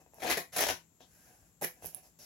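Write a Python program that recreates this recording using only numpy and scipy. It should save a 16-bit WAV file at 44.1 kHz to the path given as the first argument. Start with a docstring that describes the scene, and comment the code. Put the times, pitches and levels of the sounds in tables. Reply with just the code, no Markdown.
"""Packing tape ripped off a cardboard box, close to a stereo microphone in a small room.
After a few knocks and a slide come two quick pulls: the glue lets go in a stutter of slips
that crackle in the film and drum on the box. From one second in, the flaps slide and knock.
A last short tug at 1.6 s brings the hardest knock; then loose tape snaps among more slides
and knocks. A faint rumble and hum lie under it all."""
import sys
import numpy as np
from scipy import signal
from scipy.fft import rfft, irfft
from scipy.io import wavfile
from scipy.ndimage import uniform_filter1d

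SR = 44100
rng = np.random.default_rng(int(sys.argv[2]) if len(sys.argv) > 2 else 0)


def int16_out(signal):
    """Quantize to a 16-bit WAV file."""
    q = np.round(np.clip(np.atleast_2d(signal).T, -1, 1) * 32767)
    wavfile.write(sys.argv[1], SR, q.astype(np.int16))


N = 99225

# Tugs on the tape. Each row: start and length in seconds, then crackle, fizz and box levels in dB.
TUGS = [(0.197, 0.016, -47, -57, -58), (0.219, 0.03, -35, -49.5, -41.5),
        (0.247, 0.017, -34.5, -54.5, -35.5), (0.266, 0.034, -30, -46, -40), (0.299, 0.016, -22, -33, -37),
        (0.321, 0.0075, -23.5, -50, -41), (0.349, 0.051, -53, -63, -53.5), (0.371, 0.0097, -27, -38.5, -37),
        (0.529, 0.1, -40, -48.5, -54.5), (.562, 0.012, -30, -35.5, -41), (0.582, 0.0095, -26, -38, -44.5),
        (0.603, 0.0037, -28.5, -33.5, -35), (0.608, 0.031, -27, -38.5, -40),
        (0.667, 0.0051, -27.5, -37.5, -36.5), (0.685, 0.0048, -23.5, -36, -47.5),
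        (0.699, 0.0092, -28.5, -38.5, -40), (1.613, 0.015, -56, -42.5, -44),
        (1.627, 0.015, -38.5, -39, -45), (1.641, 0.0071, -34, -47.5, -41.5)]
# The glue lets go all at once. Each row: time in seconds, crack level in dB, box level in dB.
HARD_SLIPS = [(.236, -39, -16), (.307, -35, -17), (0.3126, -20, -13), (.377, -24.5, -20.5),
              (.590, -25, -12.5), (.609, -19.5, -18.5), (.629, -26, -11.5), (0.638, -17, -16.5),
              (.667, -37.5, -10), (.690, -19, -12.5), (.7005, -45, -12), (.7085, -24, -19.5)]
# Tone of the film's crackle and fizz, heard close. Each row: frequency in Hz, gain in dB.
CRACKLE_TONE = [(100, -26.5), (500, -12.5), (1000, -3.5), (1300, -4), (1800, 2), (2500, -2), (3800, -7),
                (5800, -12), (7500, -13), (10000, -17.5), (16000, -32.5)]
FIZZ_TONE = [(200, -1), (2000, -13.5), (5000, -10), (7500, 0.5), (11000, 3), (13000, -2.5), (16000, 0)]
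SLIP_HZ, SLIP_JITTER, SLIP_DECAY_S = 200.3, 0.3, 0.0024
THREADS_PER_S, STEADY_PEEL = 16000, 0.45


def tape_peel():
    """Each slip jerks the box and snaps a burst of glue threads. Returns film sound and box force."""
    gaps = np.exp(SLIP_JITTER * rng.standard_normal(1200)) / SLIP_HZ
    slips = impulses(np.cumsum(gaps), np.ones(len(gaps)))
    bursts = STEADY_PEEL + fade(slips, SLIP_DECAY_S)
    coarse, fine = (even(bursts * grains(THREADS_PER_S, scatter_db=2), 0.036) for _ in range(2))
    levels = np.zeros((3, N))
    for start, length, *dbs in TUGS:
        rise = 0.22 * length
        levels += np.outer(undb(dbs), envelope(start - rise / 2, rise, length + rise / 2, 0.0019))
    crackle, fizz, push = levels
    times, crack_db, jerk_db = np.array(HARD_SLIPS).T
    cracks = fade(impulses(times, undb(crack_db)), SLIP_DECAY_S) * rng.choice([-1, 1], N)
    force = push * even(0.81 * unit(slips) + coarse, 0.0025) + impulses(times, undb(jerk_db))
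    film, force = tension(crackle * coarse + cracks, force)
    return colour(film, CRACKLE_TONE) + colour(fizz * fine, FIZZ_TONE), force


# Resonances under tension. Each row: start in seconds, the film's pitch in Hz and level in dB,
# the box hollow's pitch in Hz and level in dB.
PULL_RESONANCES = [(.15, 2040, -24, 840, -9.5), (.5, 6000, -1, 650, -5), (.66, 5920, 1, 630, -4),
                   (1.55, 2030, 1, 496, -13)]
FILM_Q, HOLLOW_Q = 4.7, 4.9


def tension(film, force):
    """Tension makes the film and the hollow of the box ring at new pitches from pull to pull."""
    pull = np.searchsorted([row[0] for row in PULL_RESONANCES], np.arange(N) / SR) - 1
    film_ring, hollow_ring = np.zeros((2, N))
    for k, (_, film_hz, film_db, hollow_hz, hollow_db) in enumerate(PULL_RESONANCES):
        film_ring += undb(film_db) * resonate(film * (pull == k), film_hz, FILM_Q)
        hollow_ring += undb(hollow_db) * resonate(force * (pull == k), hollow_hz, HOLLOW_Q)
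    return film + film_ring, force + hollow_ring


# Loose tape snapping near the microphone. Each row: time in seconds, relative level in dB.
SNAPS = [(.144, -40), (.378, -25), (.609, -10), (1.007, -51.5), (1.141, -44), (1.623, -20), (1.6455, -18),
         (1.648, -12), (1.8523, -25.5), (1.8593, -20), (1.8684, -20.5), (1.9467, -16.5)]
# Tone of a snap. Each row: frequency in Hz, gain in dB.
SNAP_TONE = [(200, -31), (4000, -26), (6000, -21), (8000, -18.5), (11200, -5), (13000, -7.5), (16000, -7)]


def tape_snaps():
    """Each snap is a brief crumple of film, thin and bright."""
    crumple = 0.51 * fade(hits(SNAPS), decay_s=0.00083) * rng.choice([-1, 1], N)
    return colour(crumple, SNAP_TONE)


# Hand and flap knocking on the box. Each row: time in seconds, level in dB.
KNOCKS = [(.019, -56), (.063, -36.5), (.136, -35), (.185, -32), (1.006, -31), (1.392, -46), (1.429, -45.5),
          (1.6135, -30), (1.6185, -20.5), (1.6235, -13.5), (1.824, -28), (1.8445, -22)]
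# Tone of the damped cardboard. Each row: frequency in Hz, gain in dB.
BOARD_TONE = [(40, -47), (120, -4), (220, -1), (400, 9.5), (640, 13), (820, 10.5), (1200, -4), (2500, -9.5),
              (6000, -37.5), (16000, -43)]
# Modes of the box. Each row: frequency in Hz, relative level in dB, seconds to die away by 60 dB.
BOX_MODES = [(166.4, -3.5, 0.24), (265.5, 1, 0.13), (365.2, 0.5, 0.17), (501.6, 1, 0.2), (608.6, -1, 0.22),
             (677, -0.5, 0.17), (729.5, 0, 0.19), (752, -1.5, 0.13), (1615, -2.5, 0.1), (1765, -4, 0.14),
             (2044, -6, 0.12), (2460, -3.5, 0.25), (2590, 1.5, .1)]
RING_DB, BOX_LAG_S = -40.5, 0.00015


def box(rubbing):
    """Tugs, slides and knocks thud in the board; panels and hollow ring on, reaching the left first."""
    force = rubbing + hits(KNOCKS)
    t = np.arange(SR // 2) / SR
    ringing = []
    for lag in (0, BOX_LAG_S):
        modes = sum(undb(db) * np.sin(2 * np.pi * hz * (t - lag)) * np.exp(-np.log(1000) * t / t60)
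                    for hz, db, t60 in BOX_MODES)
        ringing.append(ring(force, modes * (t >= lag)))
    thud = room(colour(force, BOARD_TONE), direct_db=2, lag_s=BOX_LAG_S)
    return thud + undb(RING_DB) * np.array(ringing)


# Cardboard sliding on cardboard. Each row: start, rise and length in seconds,
# then scrape, fizz and box levels in dB, then rasp pitch in Hz.
SLIDES = [(-.01, 0.02, 0.017, -69.5, -70.5, -61, 6800), (0.112, 0.085, 0.13, -66.5, -64.5, -61.5, 5950),
          (0.999, 0.0068, 0.028, -59.5, -91, -65, 3330), (1.031, 0.12, 0.23, -66, -69.5, -77.5, 1600),
          (1.239, 0.041, 0.096, -66.5, -70.5, -69.5, 1530), (1.339, 0.0067, 0.15, -73.5, -74.5, -81, 1620),
          (1.74, 0.019, 0.14, -68.5, -73.5, -72.5, 1660), (1.814, 0.024, 0.063, -57, -53, -70.5, 2590),
          (1.907, 0.038, 0.08, -62, -97, -66.5, 2600), (2.023, 0.0067, 0.045, -69, -66, -68.5, 5450),
          (2.187, 0.0017, 0.081, -57.5, -60, -67.5, 5240)]
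# Tone of the scrape. Each row: frequency in Hz, gain in dB.
SCRAPE_TONE = [(100, 10.5), (800, -14), (1200, -15), (1650, -1), (2200, -5), (2700, -2.5), (3700, -16),
               (5000, -4.5), (7000, -3), (16000, -20)]
RASP_DB, RASP_Q = 4.5, 5


def flap_slides():
    """Paper fibres catch as a flap slides, rasping at one pitch. Returns surface sound and box force."""
    coarse, fine, drag = (even(grains(per_s=12000, scatter_db=0.78), 0.06) for _ in range(3))
    scrape, fizz = colour(coarse, SCRAPE_TONE), colour(fine, FIZZ_TONE)
    surface, force = np.zeros((2, N))
    for start, rise, length, scrape_db, fizz_db, box_db, rasp_hz in SLIDES:
        stroke = envelope(start, rise, length, release_s=0.017)
        rasp = undb(RASP_DB) * resonate(drag, rasp_hz, RASP_Q)
        surface += stroke * (undb(scrape_db) * (scrape + rasp) + undb(fizz_db) * fizz)
        force += stroke * undb(box_db) * drag
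    return surface, force


# The box shifting. Each row: time in seconds, level in dB.
BUMPS = [(.32, -48), (.675, -52), (0.716, -53), (1.43, -61), (1.853, -53)]
# Tone of a dull bump. Each row: frequency in Hz, gain in dB.
BUMP_TONE = [(15, -67), (30, -35), (48, 18), (70, -8), (90, 8), (140, -34), (400, -55.5), (2000, -70)]
BUMP_WIDTH_S = 0.021


def box_bumps():
    """The whole box moves, giving short low swells."""
    t = np.arange(N) / SR
    swell = sum(undb(db) * np.exp(-0.5 * ((t - time) / BUMP_WIDTH_S) ** 2) for time, db in BUMPS)
    return swell * even(colour(rng.standard_normal(N), BUMP_TONE), 0.03)


BASS_T60_S, BASS_DB, TREBLE_T60_S, TREBLE_DB = 0.11, -1.5, 0.2, -0.5
WALL_DELAY_S, CROSSOVER_HZ, WANDER_HZ = 0.0034, 648, 4


def room(x, direct_db, lag_s=0.00004):
    """Direct sound, left side first, then the near walls' echoes, which shift as the hands move."""
    t = np.arange(SR // 2) / SR
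    turn = 2 * np.pi * WANDER_HZ * np.arange(N) / SR

    def tail(t60, band):
        shape = np.clip(t / WALL_DELAY_S, 0, 1) ** 2 * np.exp(-np.log(1000) * t / t60)
        echoes = sum(ring(x * place, rng.standard_normal(len(t)) * shape)
                     for place in (np.cos(turn), np.sin(turn)))
        crossover = signal.butter(2, CROSSOVER_HZ, band, fs=SR, output="sos")
        return signal.sosfilt(crossover, echoes) / np.sqrt(np.sum(shape ** 2))
    direct = np.array([np.pad(x, (round(lag * SR), 0))[:N] for lag in (0, lag_s)])
    bass = tail(BASS_T60_S, "low")  # the same on both sides
    treble = np.array([tail(TREBLE_T60_S, "high") for _ in range(2)])
    return undb(direct_db) * direct + undb(BASS_DB) * bass + undb(TREBLE_DB) * treble


# Rumble of the room. Each row: frequency in Hz, gain in dB.
RUMBLE_TONE = [(15, -31), (30, -35), (55, 8.5), (110, 0.5), (200, -6.5), (400, -14), (800, -19.5),
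               (2000, -31.5), (8000, -41)]
RUMBLE_DB, HUM_DB, HUM_HZ, HUM_WAVER_HZ = -70, -77, 165.4, 2


def room_tone():
    """A low rumble, nearly centred, and a faint wavering hum."""
    t = np.arange(N) / SR
    mid, side, waver = (unit(colour(rng.standard_normal(N), tone))
                        for tone in (RUMBLE_TONE, RUMBLE_TONE, BUMP_TONE))
    rumble = mid + 0.29 * side * np.array([[1], [-1]])
    hum = np.sqrt(2) * np.sin(2 * np.pi * (HUM_HZ * t + HUM_WAVER_HZ * np.cumsum(waver) / SR))
    return undb(RUMBLE_DB) * rumble + undb(HUM_DB) * hum


def undb(db):
    """Decibels to gain."""
    return 10 ** (np.asarray(db) / 20)


def unit(x):
    """Scale to rms 1."""
    return x / np.sqrt(np.mean(x ** 2))


def ring(x, response):
    """Play x through an impulse response."""
    return signal.fftconvolve(x, response)[:N]


def resonate(x, hz, q):
    """Play x through one resonance."""
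    return signal.lfilter(*signal.iirpeak(hz, q, fs=SR), x)


def colour(x, points, column=1, size=4096):
    """Minimum-phase filter through (Hz, dB) points."""
    points = np.array(points, float)
    hz = np.maximum(np.fft.rfftfreq(size, 1 / SR), 1)
    gain = undb(np.interp(np.log(hz), np.log(points[:, 0]), points[:, column]))
    cepstrum = irfft(np.log(gain))
    cepstrum[1:size // 2] *= 2
    cepstrum[size // 2 + 1:] = 0
    return ring(x, irfft(np.exp(rfft(cepstrum))))


def impulses(times, sizes):
    """One click at each time."""
    out, at = np.zeros(N), np.round(np.asarray(times) * SR).astype(int)
    inside = (at >= 0) & (at < N)
    np.add.at(out, at[inside], np.asarray(sizes)[inside])
    return out


def hits(table):
    """Clicks from (s, dB) rows."""
    times, dbs = np.array(table).T
    return impulses(times, undb(dbs))


def envelope(start, rise, length, release_s):
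    """Rise, hold until the length is over, die away."""
    t = np.arange(N) / SR - start
    return np.clip(t / rise, 0, 1) * np.exp(-np.maximum(t - length, 0) / release_s)


def fade(clicks, decay_s):
    """Give each click a dying tail."""
    return signal.lfilter([1], [1, -np.exp(-1 / (decay_s * SR))], clicks)


def even(x, span_s):
    """Hold the short-term rms near 1, keeping the grain."""
    span = max(int(span_s * SR), 2)
    return x / np.sqrt(uniform_filter1d(uniform_filter1d(x ** 2, span), span) + 1e-9)


def grains(per_s, scatter_db):
    """Dense tiny clicks of uneven size."""
    clicks = (rng.random(N) < per_s / SR) * rng.choice([-1, 1], N)
    return clicks * undb(scatter_db * rng.standard_normal(N))


def scene():
    """Tape and flaps drive the one box, close to the microphone in the small room."""
    film, pull = tape_peel()
    surface, drag = flap_slides()
    return (room(film + surface, direct_db=-2) + room(tape_snaps(), direct_db=5.5)
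            + box(pull + drag) + box_bumps() + room_tone())


# The stereo microphone's two ports. Each row: frequency in Hz, left and right gain in dB,
# left and right relative hiss in dB.
MIC_PORTS = [(103, 1.5, -4.5, -19.5, -16), (298.5, 6.5, 2, -15, -13), (578, 0.5, -2, -8.5, -11),
             (990, 6, 0.5, -11.5, -19), (2500, 3.5, -7, -14.5, -17.5), (4760, 6.5, 1, -15.5, -20.5),
             (6070, 10.5, -5, -9, -34), (7530, 1, -1.5, 3, -23), (8180, -2.5, -11.5, -13, -25),
             (10250, -12, 8, -25, -21.5), (11660, -9.5, 11, -12, -6), (12400, -15.5, 8.5, -25, -9.5),
             (15800, -11.5, 3, -12, -23)]
HISS_DB, LOW_CUT_HZ, HIGH_CUT_HZ = -58, 68, 15850


def record(dry):
    """Each microphone port has its own resonances and hiss; the deepest bass and the top are cut."""
    sound = np.array([colour(dry[c], MIC_PORTS, column=1 + c) for c in range(2)])
    hiss = np.array([colour(rng.standard_normal(N), MIC_PORTS, column=3 + c) for c in range(2)])
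    low_cut = signal.butter(2, LOW_CUT_HZ, "high", fs=SR, output="sos")
    high_cut = signal.ellip(10, 0.2, 70, HIGH_CUT_HZ, fs=SR, output="sos")
    return signal.sosfilt(high_cut, signal.sosfilt(low_cut, sound + undb(HISS_DB) * hiss))


dry = scene()
out = record(dry)
int16_out(out)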